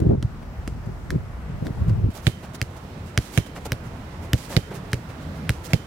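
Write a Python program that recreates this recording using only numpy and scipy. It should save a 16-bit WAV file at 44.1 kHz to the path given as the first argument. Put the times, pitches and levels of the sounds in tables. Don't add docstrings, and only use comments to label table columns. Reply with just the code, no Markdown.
import sys
import numpy as np
from scipy import signal
from scipy.io import wavfile
from scipy.ndimage import uniform_filter1d

SR = 44100
rng = np.random.default_rng(int(sys.argv[2]) if len(sys.argv) > 2 else 0)


def magnitude_from_level(level_db):
    exponent = np.asarray(level_db, float) / 20
    return 10 ** exponent


def int16_out(signal):
    q = np.round(np.clip(np.atleast_2d(signal).T, -1, 1) * 32767)
    wavfile.write(sys.argv[1], SR, q.astype(np.int16))


N = 258426
TIME = np.arange(N) / SR
CUT_S = 2.105


def juggled_ball():
    # start_s, crack_peak_db, thump_db, upper_modes_db (re crack), treble_db (re crack)
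    taps = [
        (0.226, -23, -30, -10.5, -25),
        (0.676, -19, -30.5, -17.5, -17),
        (1.1043, -16.5, -36, -15, -42),
        (1.6677, -25, -39, -16, -13),
        (1.8956, -34.5, -35, -8, -18),
    ]
    # pitch_hz, level_db, t60_s
    tap_modes = [(1400, -16, 0.0025), (2060, -7, 0.0063), (3700, -2.5, 0.003), (4900, 1, 0.0008)]
    return strikes(taps, tap_modes, pan_db=-1.5, left_late_s=0, right_late_s=0.0003,
                   stiff=1.88, rebound=0.39, rebound_s=0.015, echo_s=0.012, echo_db=-35, wall_s=0.02, wall_db=-18,
                   rattle_db=-18.5, tail_db=-33.5, fence_db=-66, knock_db=-2)


def booted_ball():
    # start_s, crack_peak_db, thump_db, upper_modes_db (re crack), treble_db (re crack)
    kicks = [
        (2.615, -14.5, -25, -11.5, -17),
        (3.1757, -13, -19, -8.5, -8.5),
        (3.7193, -15.5, -24.5, -10.5, -6),
        (4.3322, -16.5, -17, -6, -0.5),
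        (4.9312, -13.5, -23, -12, -13),
        (5.4929, -11.5, -20.5, -22, -8.5),
    ]
    # pitch_hz, level_db, t60_s
    kick_modes = [(1620, -13, 0.0045), (2175, 5, 0.003), (3090, -2.5, 0.0087), (5000, -5.5, 0.0059),
                  (5800, 2.5, 0.00062)]
    return strikes(kicks, kick_modes, pan_db=-3.5, left_late_s=0, right_late_s=0.00058,
                   stiff=1.086, rebound=0.95, rebound_s=0.0056, echo_s=0.0105, echo_db=-11, wall_s=0.01615, wall_db=-13,
                   rattle_db=-19, tail_db=-31, fence_db=-70, knock_db=-2.5)


def kerbed_ball():
    # start_s, crack_peak_db, thump_db, upper_modes_db (re crack), treble_db (re crack)
    bounces = [
        (2.2677, -12, -16, -6.5, -28),
        (3.3753, -12, -16, -12.5, -8.5),
        (4.565, -14, -16, -3, -13.5),
        (5.7329, -13, -16, -7, -8),
    ]
    # pitch_hz, level_db, t60_s
    bounce_modes = [(1680, -20.5, 0.0058), (2250, 0, 0.0057), (3360, -17.5, 0.0017), (3930, -27, 0.017)]
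    return strikes(bounces, bounce_modes, pan_db=-12, left_late_s=0.00012, right_late_s=0.00019,
                   stiff=1.108, rebound=0.91, rebound_s=0.0043, echo_s=0.0085, echo_db=-12.5, wall_s=0.018, wall_db=-14.5,
                   rattle_db=-18, tail_db=-28, fence_db=-36.5, knock_db=-4.5)


def strikes(table, modes, pan_db, left_late_s, right_late_s, stiff, rebound, rebound_s, echo_s, echo_db,
            wall_s, wall_db, rattle_db, tail_db, fence_db, knock_db):
    # start_s, shell_hz, main_panel_hz, upper_panel_hz, ground_echo_notch_hz
    colour = [(0.224, 113, 1330, 3350, 2400), (0.676, 123, 1260, 2650, 3700),
              (1.103, 115, 1720, 5400, 2820), (1.667, 114, 1620, 3400, 2600),
              (1.893, 114, 1680, 2800, 3560), (2.266, 116.6, 1800, 3470, 5400),
              (2.614, 112, 2590, 4730, 3560), (3.176, 107.2, 1680, 5700, 8000),
              (3.374, 122, 1690, 2880, 4540), (3.717, 119, 1720, 5650, 7100),
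              (4.33, 109.4, 1790, 3050, 10800), (4.563, 130, 1470, 3700, 8900),
              (4.93, 117, 1800, 3780, 3520), (5.492, 110.6, 1630, 2700, 7100),
              (5.731, 129, 2220, 4800, 8700)]
    out, t = np.zeros((2, N)), TIME[:SR // 4]
    for s, crack_db, thump_db, upper_db, treble_db in table:
        noise = rng.standard_normal((3, len(t)))
        noise = noise[0] + 0.29 * noise[1:]
        _, shell_hz, main_hz, upper_hz, ground_hz = min(colour, key=lambda row: abs(row[0] - s))

        struck_modes = [*modes, (main_hz, -2, 0.008), (upper_hz, -3, 0.005)]
        panels = ring(struck_modes, t, upper_db + 9).sum(axis=0)
        buckle = magnitude_from_level(upper_db) * burst(band(noise, 1630, 4550), t, decay_s=0.0024)
        snap = magnitude_from_level(treble_db + 6) * burst(band(noise, 3640, 11100), t, decay_s=0.00034)
        rough = unit(cut_top(band(rng.standard_normal((2, len(t))), 830, 4100, order=1)))
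        smear = magnitude_from_level(echo_db) * late(np.exp(-t / 0.00075), echo_s)
        smear = smear + magnitude_from_level(rattle_db) * np.exp(-t / 0.0048) + magnitude_from_level(tail_db) * np.exp(-t / 0.042)
        fence = magnitude_from_level(fence_db) * fence_wire(t)
        crack = magnitude_from_level(crack_db) * pan(panels + buckle + snap + rough * smear + fence, pan_db)
        crack = band(crack, 1350, 16500, order=3)
        crack = crack - ground_cancelled(crack, ground_hz)
        add(out, np.array([late(crack[0], left_late_s), crack[1]]), s + 0.00064)

        knock = unit(band(noise, 258, 640, order=3)) * (1 - np.exp(-t / 0.0019)) * np.exp(-t / 0.0095)
        add(out, magnitude_from_level(thump_db + knock_db) * pan(knock, pan_db / 2), s)

        thump = shell_thump(t, stiff * shell_hz, rebound, rebound_s, right_late_s, pan_db)
        for ch in (0, 1):
            walled = thump[ch] + magnitude_from_level(wall_db) * late(thump[ch], wall_s)
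            add(out[ch:ch + 1], magnitude_from_level(thump_db + 9.5) * walled[None], s + 0.00082)
    return out


def ring(modes, t, upper_db):
    hz, db, t60 = np.transpose(modes)[:, :, None]
    chance = rng.standard_normal((2, len(modes), 1))
    db = db + 1.5 * chance[1] + upper_db * (hz * (1 + 0.02 * chance[0]) > 2600) * 0 + upper_db * (hz > 2600)
    hz = hz * (1 + 0.02 * chance[0])
    return np.sin(2 * np.pi * hz * t) * np.exp(-np.log(1000) * t / t60) * magnitude_from_level(db)


def fence_wire(t):
    # pitch_hz, level_db, t60_s
    wire_modes = [(3096, 0, .9), (3113, -7, .6)]
    wire = 0
    for hz, db, t60 in wire_modes:
        tone = np.sin(2 * np.pi * (hz * t + rng.random((2, 1))))
        wire = wire + magnitude_from_level(db) * tone * np.exp(-np.log(1000) * t / t60)
    return wire * (1 - np.exp(-t / 0.015)) * np.cos(2 * np.pi * t)


def ground_cancelled(crack, ground_hz):
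    return 0.9 * signal.lfilter(*signal.iirpeak(ground_hz, ground_hz / 950, fs=SR), crack)


def shell_thump(t, squash_hz, rebound, rebound_s, right_late_s, pan_db):
    turn = squash_hz * t
    squash = -np.cos(2 * np.pi * turn) * np.where(turn < 0.25, 0.6 * np.minimum(turn / 0.11, 1), 0.8)
    squash = np.where(turn > 0.75, 1.25, 1) * squash * (turn < 1.25)
    leave = rebound * np.sin(np.pi * np.clip(t / rebound_s, 0, 1)) ** 2.33
    settle = -0.28 * late(np.sin(2 * np.pi * 0.8 * turn) * np.exp(-t / 0.0016), rebound_s)
    sides = []
    for side, side_late_s in ((-1, 0), (1, right_late_s)):
        back = late(leave * magnitude_from_level(-side * pan_db * 0.41) + settle, 1.26 / squash_hz + side_late_s)
        sides.append(uniform_filter1d(squash + back, size=25))
    return sides


def turf():
    # centre_s, length_s, fibre_hiss_db, infill_crunch_db
    hops = [
        (0, 0.0059, -43, -40),
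        (0.262, 0.02, -66, -66),
        (0.432, 0.022, -60, -46.5),
        (.864, 0.017, -58.5, -52),
        (1.665, 0.043, -53, -44),
        (1.892, 0.032, -52, -54),
    ]
    steps = [(2.115, 0.034, -55.5, -65), (2.446, 0.04, -50, -41), (2.537, .008, -52, -46),
             (2.553, 0.022, -41, -41), (2.774, 0.024, -51.5, -46), (3.083, 0.065, -54.5, -68),
             (3.572, 0.037, -47.5, -35.5), (3.661, 0.022, -38, -33.5), (3.863, 0.056, -55, -51),
             (4.245, 0.056, -52, -45), (4.531, 0.077, -40, -35.5), (4.722, 0.034, -55, -36),
             (4.919, .007, -46, -73), (5.104, 0.035, -53, -42), (5.23, 0.037, -56, -49),
             (5.375, 0.05, -54, -46), (5.714, 0.048, -47.5, -40)]
    skids = [
        (2.171, 0.062, -46.5, -42.5),
        (2.273, 0.1, -50, -45),
        (3.363, 0.072, -42.5, -44),
        (3.469, 0.019, -50, -44),
        (4.762, 0.046, -47, -40.5),
        (5.66, 0.044, -42, -50),
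    ]
    hiss, crunch, air = np.zeros((3, 2, N))
    for rows, pan_db, air_db in ((hops, 4, -16), (steps, -3.5, -9), (skids, -9.5, -6.5)):
        for s, length, hiss_db, crunch_db in rows:
            sweep = np.linspace(0, 1, int(1.5 * length * SR)) ** 0.62
            shape = pan(np.sin(np.pi * sweep) ** 2, pan_db)
            add(hiss, magnitude_from_level(hiss_db) * shape, max(s - 0.57 * length, 0))
            add(air, magnitude_from_level(hiss_db + air_db) * shape, max(s - 0.73 * length, 0))
            add(crunch, magnitude_from_level(crunch_db) * shape, max(s - 0.55 * length, 0))
    grit = band(fibres(1200), 273, 800) + 0.26 * band(fibres(2500), 550, 2330)
    brushed = hiss * unit(band(fibres(5500), 2100, 8000, order=1))
    rolled = rolling() * unit(band(fibres(6000), 800, 7000, order=1))
    tips = air * unit(band(fibres(7000), 7100, 19000))
    infill = crunch * unit(1.25 * grit[0] + 0.5 * grit)
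    return brushed + rolled + tips + infill


def rolling():
    # start_s, time_at_speed_s, hiss_db
    rolls = [
        (2.285, .005, -55),
        (2.7, .12, -73),
        (3.2, 0.08, -47),
        (3.39, .005, -52),
        (3.6, .15, -68),
        (4.35, 0.095, -45.5),
        (4.59, .012, -53.5),
        (4.955, .005, -75),
        (5.515, .005, -52),
        (5.75, .012, -54),
    ]
    level = magnitude_from_level(-63) * (TIME > CUT_S)
    for s, hold_s, db in rolls:
        level = level + swell(s, hold_s, db, rise_db_s=1200, fade_db_s=158)
    return pan(level * magnitude_from_level(walk(60)), -8)


def fibres(grains_per_s):
    snaps = (rng.random((2, N)) < grains_per_s / SR) * rng.standard_normal((2, N))
    snaps = snaps * magnitude_from_level(1.5 * rng.exponential(size=(2, N)))
    return unit(snaps) + 0.52 * rng.standard_normal((2, N))


def wind():
    # start_s, hold_s, buffet_db, upper_eddies_db (re buffet)
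    gusts = [(0, 0.049, -14.5, -14), (0.086, 0.053, -20, -2), (0.187, 0.045, -29, -18),
             (0.673, .11, -35, -34), (0.885, 0.012, -29.5, -12), (1.138, 0.023, -19.5, -11.5),
             (1.527, 0.017, -27.5, -23), (1.651, 0.044, -32, -2.5), (1.809, 0.011, -16.5, -35),
             (1.902, 0.01, -13, -22.5), (1.97, .055, -20.5, -49), (2.052, 0.0085, -28.5, -2),
             (2.084, .03, -25, -34)]
    # start_s, peak_db, pitch_hz
    eddies = [(0.024, -15, 214), (0.056, -13.5, 134), (0.064, -13, 94), (0.086, -9, 108), (0.106, -12, 205),
              (0.113, -24, 560), (0.125, -10.5, 135), (0.136, -23, 447), (0.174, -18, 128),
              (0.242, -12, 104), (0.579, -23.5, 67), (0.716, -24.5, 94), (0.867, -21, 142),
              (1.136, -16, 121), (1.153, -11, 141), (1.494, -22, 139), (1.62, -18, 142),
              (1.624, -23.5, 420), (1.653, -22.5, 204), (1.702, -21, 160), (1.813, -15.5, 98),
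              (1.878, -14, 133), (1.902, -14, 112.5), (1.92, -16, 99.6), (2.034, -11, 104),
              (2.049, -15, 88), (2.064, -14.5, 73), (2.084, -15.5, 184)]
    buffet, upper = magnitude_from_level(-32), magnitude_from_level(-64.5)
    for s, hold_s, db, up_db in gusts:
        buffet = buffet + swell(s, hold_s, db, rise_db_s=352, fade_db_s=189)
        upper = upper + swell(s, hold_s, db + up_db, rise_db_s=352, fade_db_s=558)
    small = (rng.random((3, N)) < 500 / SR) * rng.standard_normal((3, N))
    ports = np.array([small[0], late(small[0], 0.00079)]) + 0.5 * small[1:]
    low = band(ports, 59.3, 140) + magnitude_from_level(-7.5) * band(ports, 26, 40)
    high = band(band(ports, 160, 355), 180, 770) + magnitude_from_level(-20.5) * band(ports, 640, 870)
    out = magnitude_from_level(-7) * buffet * even(low) + magnitude_from_level(3) * upper * even(high)
    for s, peak_db, hz in eddies:
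        turn = hz * TIME[:int(2 * SR / hz)]
        eddy = np.hanning(len(turn)) * np.cos(2 * np.pi * (turn + rng.random() / 4))
        eddy = rng.choice([-1, 1]) * eddy
        add(out, magnitude_from_level(peak_db + 1.5) * pan(np.array([eddy, late(eddy, 0.00065)]), -0.5), s)
    return out * (TIME < CUT_S)


def even(x):
    return x / np.sqrt(uniform_filter1d(np.mean(x ** 2, axis=0), size=2200) + 1e-12)


def town():
    # pitch_hz, level_db (per Hz)
    spectra = [
        [(15, -33), (25, -3), (53, 4.5), (114, -23.5), (263, -6), (326, -21), (714, -18.5), (962, -22.5),
         (1400, -23.5), (3340, -39.5), (5000, -40.5), (13600, -54), (16000, -40)],
        [(15, -48), (25, -8.5), (76, 3), (137, -1.5), (195, -1), (301, -16), (335, -5), (405, -14),
         (476, -12.5), (1100, -18), (2000, -24.5), (13600, -48.5), (16000, -40)],
    ]
    # time_s, level_db
    town_level = [(0, -36), (.15, -41), (.3, -36.5), (1.0, -35), (1.6, -34), (1.8, -31.5), (2.1, -36.5),
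                  (2.11, -36), (5.86, -34)]
    # pitch_hz, correlation
    likeness = [(60, 1.0), (290, 0.97), (640, 0.62), (1410, 0.05), (3100, 0.02), (6820, 0.023)]
    # pitch_hz, left_minus_right_db
    balance = [(60, 2.5), (110, -0.5), (200, -2), (380, -3.5), (700, -4.5), (1290, -8), (2380, -7),
               (4400, -5), (8120, -0.5), (15000, -1)]
    before, after, drift = 0, 0, walk(1)
    for hz in 28 * 2 ** np.arange(0, 9.3, 0.5):
        mid, side = band(rng.standard_normal((2, N)), hz / 2 ** 0.25, hz * 2 ** 0.25)
        like = np.clip(at_pitch(likeness, hz), 0, 1)
        pair = np.sqrt(1 + like) * mid + np.sqrt(1 - like) * side * np.array([[1], [-1]])
        flicker_db = 2.6 if hz < 300 else 1.1
        pair = pair * magnitude_from_level(0.7 * drift + flicker_db * walk(11))
        before = before + magnitude_from_level(at_pitch(spectra[0], hz)) * pair
        after = after + magnitude_from_level(at_pitch(spectra[1], hz)) * pan(pair, at_pitch(balance, hz))
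    return np.where(TIME > CUT_S, unit(after), unit(before)) * magnitude_from_level(np.interp(TIME, *np.transpose(town_level)))


def at_pitch(table, hz):
    table_hz, value = np.transpose(table)
    return np.interp(np.log(hz), np.log(table_hz), value)


def unit(x):
    return x / np.sqrt(np.mean(x ** 2))


def band(x, lo_hz, hi_hz, order=2):
    edges_hz = [lo_hz, min(hi_hz, 0.45 * SR)]
    return signal.sosfilt(signal.butter(order, edges_hz, "band", fs=SR, output="sos"), x)


def cut_top(x):
    return signal.sosfilt(signal.ellip(8, 0.2, 50, 15800, fs=SR, output="sos"), x)


def burst(x, t, decay_s):
    fall = np.exp(-t / decay_s)
    return unit(x * fall) * np.sqrt(np.mean(fall ** 2))


def swell(start_s, hold_s, db, rise_db_s, fade_db_s):
    rise = rise_db_s * np.maximum(start_s - TIME, 0)
    fade = fade_db_s * np.maximum(TIME - start_s - hold_s, 0)
    return magnitude_from_level(db - rise - fade)


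def walk(rate):
    k = int(SR / rate)
    held = np.repeat(rng.standard_normal(N // k + 1), k)
    return unit(uniform_filter1d(uniform_filter1d(held, k), k)[:N])


def pan(x, pan_db):
    return x * magnitude_from_level(np.array([pan_db, -pan_db]).reshape(2, -1) / 2)


def late(x, s):
    return np.pad(x, (int(max(s, 0) * SR), 0))[:len(x)]


def add(out, x, s):
    i = int(s * SR)
    out[:, i:i + x.shape[1]] += x[:, :N - i]


def scene():
    ball = juggled_ball() + booted_ball() + kerbed_ball()
    release = 1 / (0.09 * SR)
    held = signal.lfilter([release], [1, release - 1], abs(ball).max(axis=0))
    steady = turf() + town() / (1 + 11 * held)
    return ball + wind() + cut_top(steady)


def low_pass(x):
    return signal.sosfilt(signal.butter(12, 16670, fs=SR, output="sos"), x)


def record(dry):
    heard = signal.sosfilt(signal.butter(1, 30, "high", fs=SR, output="sos"), dry)
    return low_pass(np.clip(heard, -0.98, 0.98))


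dry = scene()
out = record(dry)
int16_out(out)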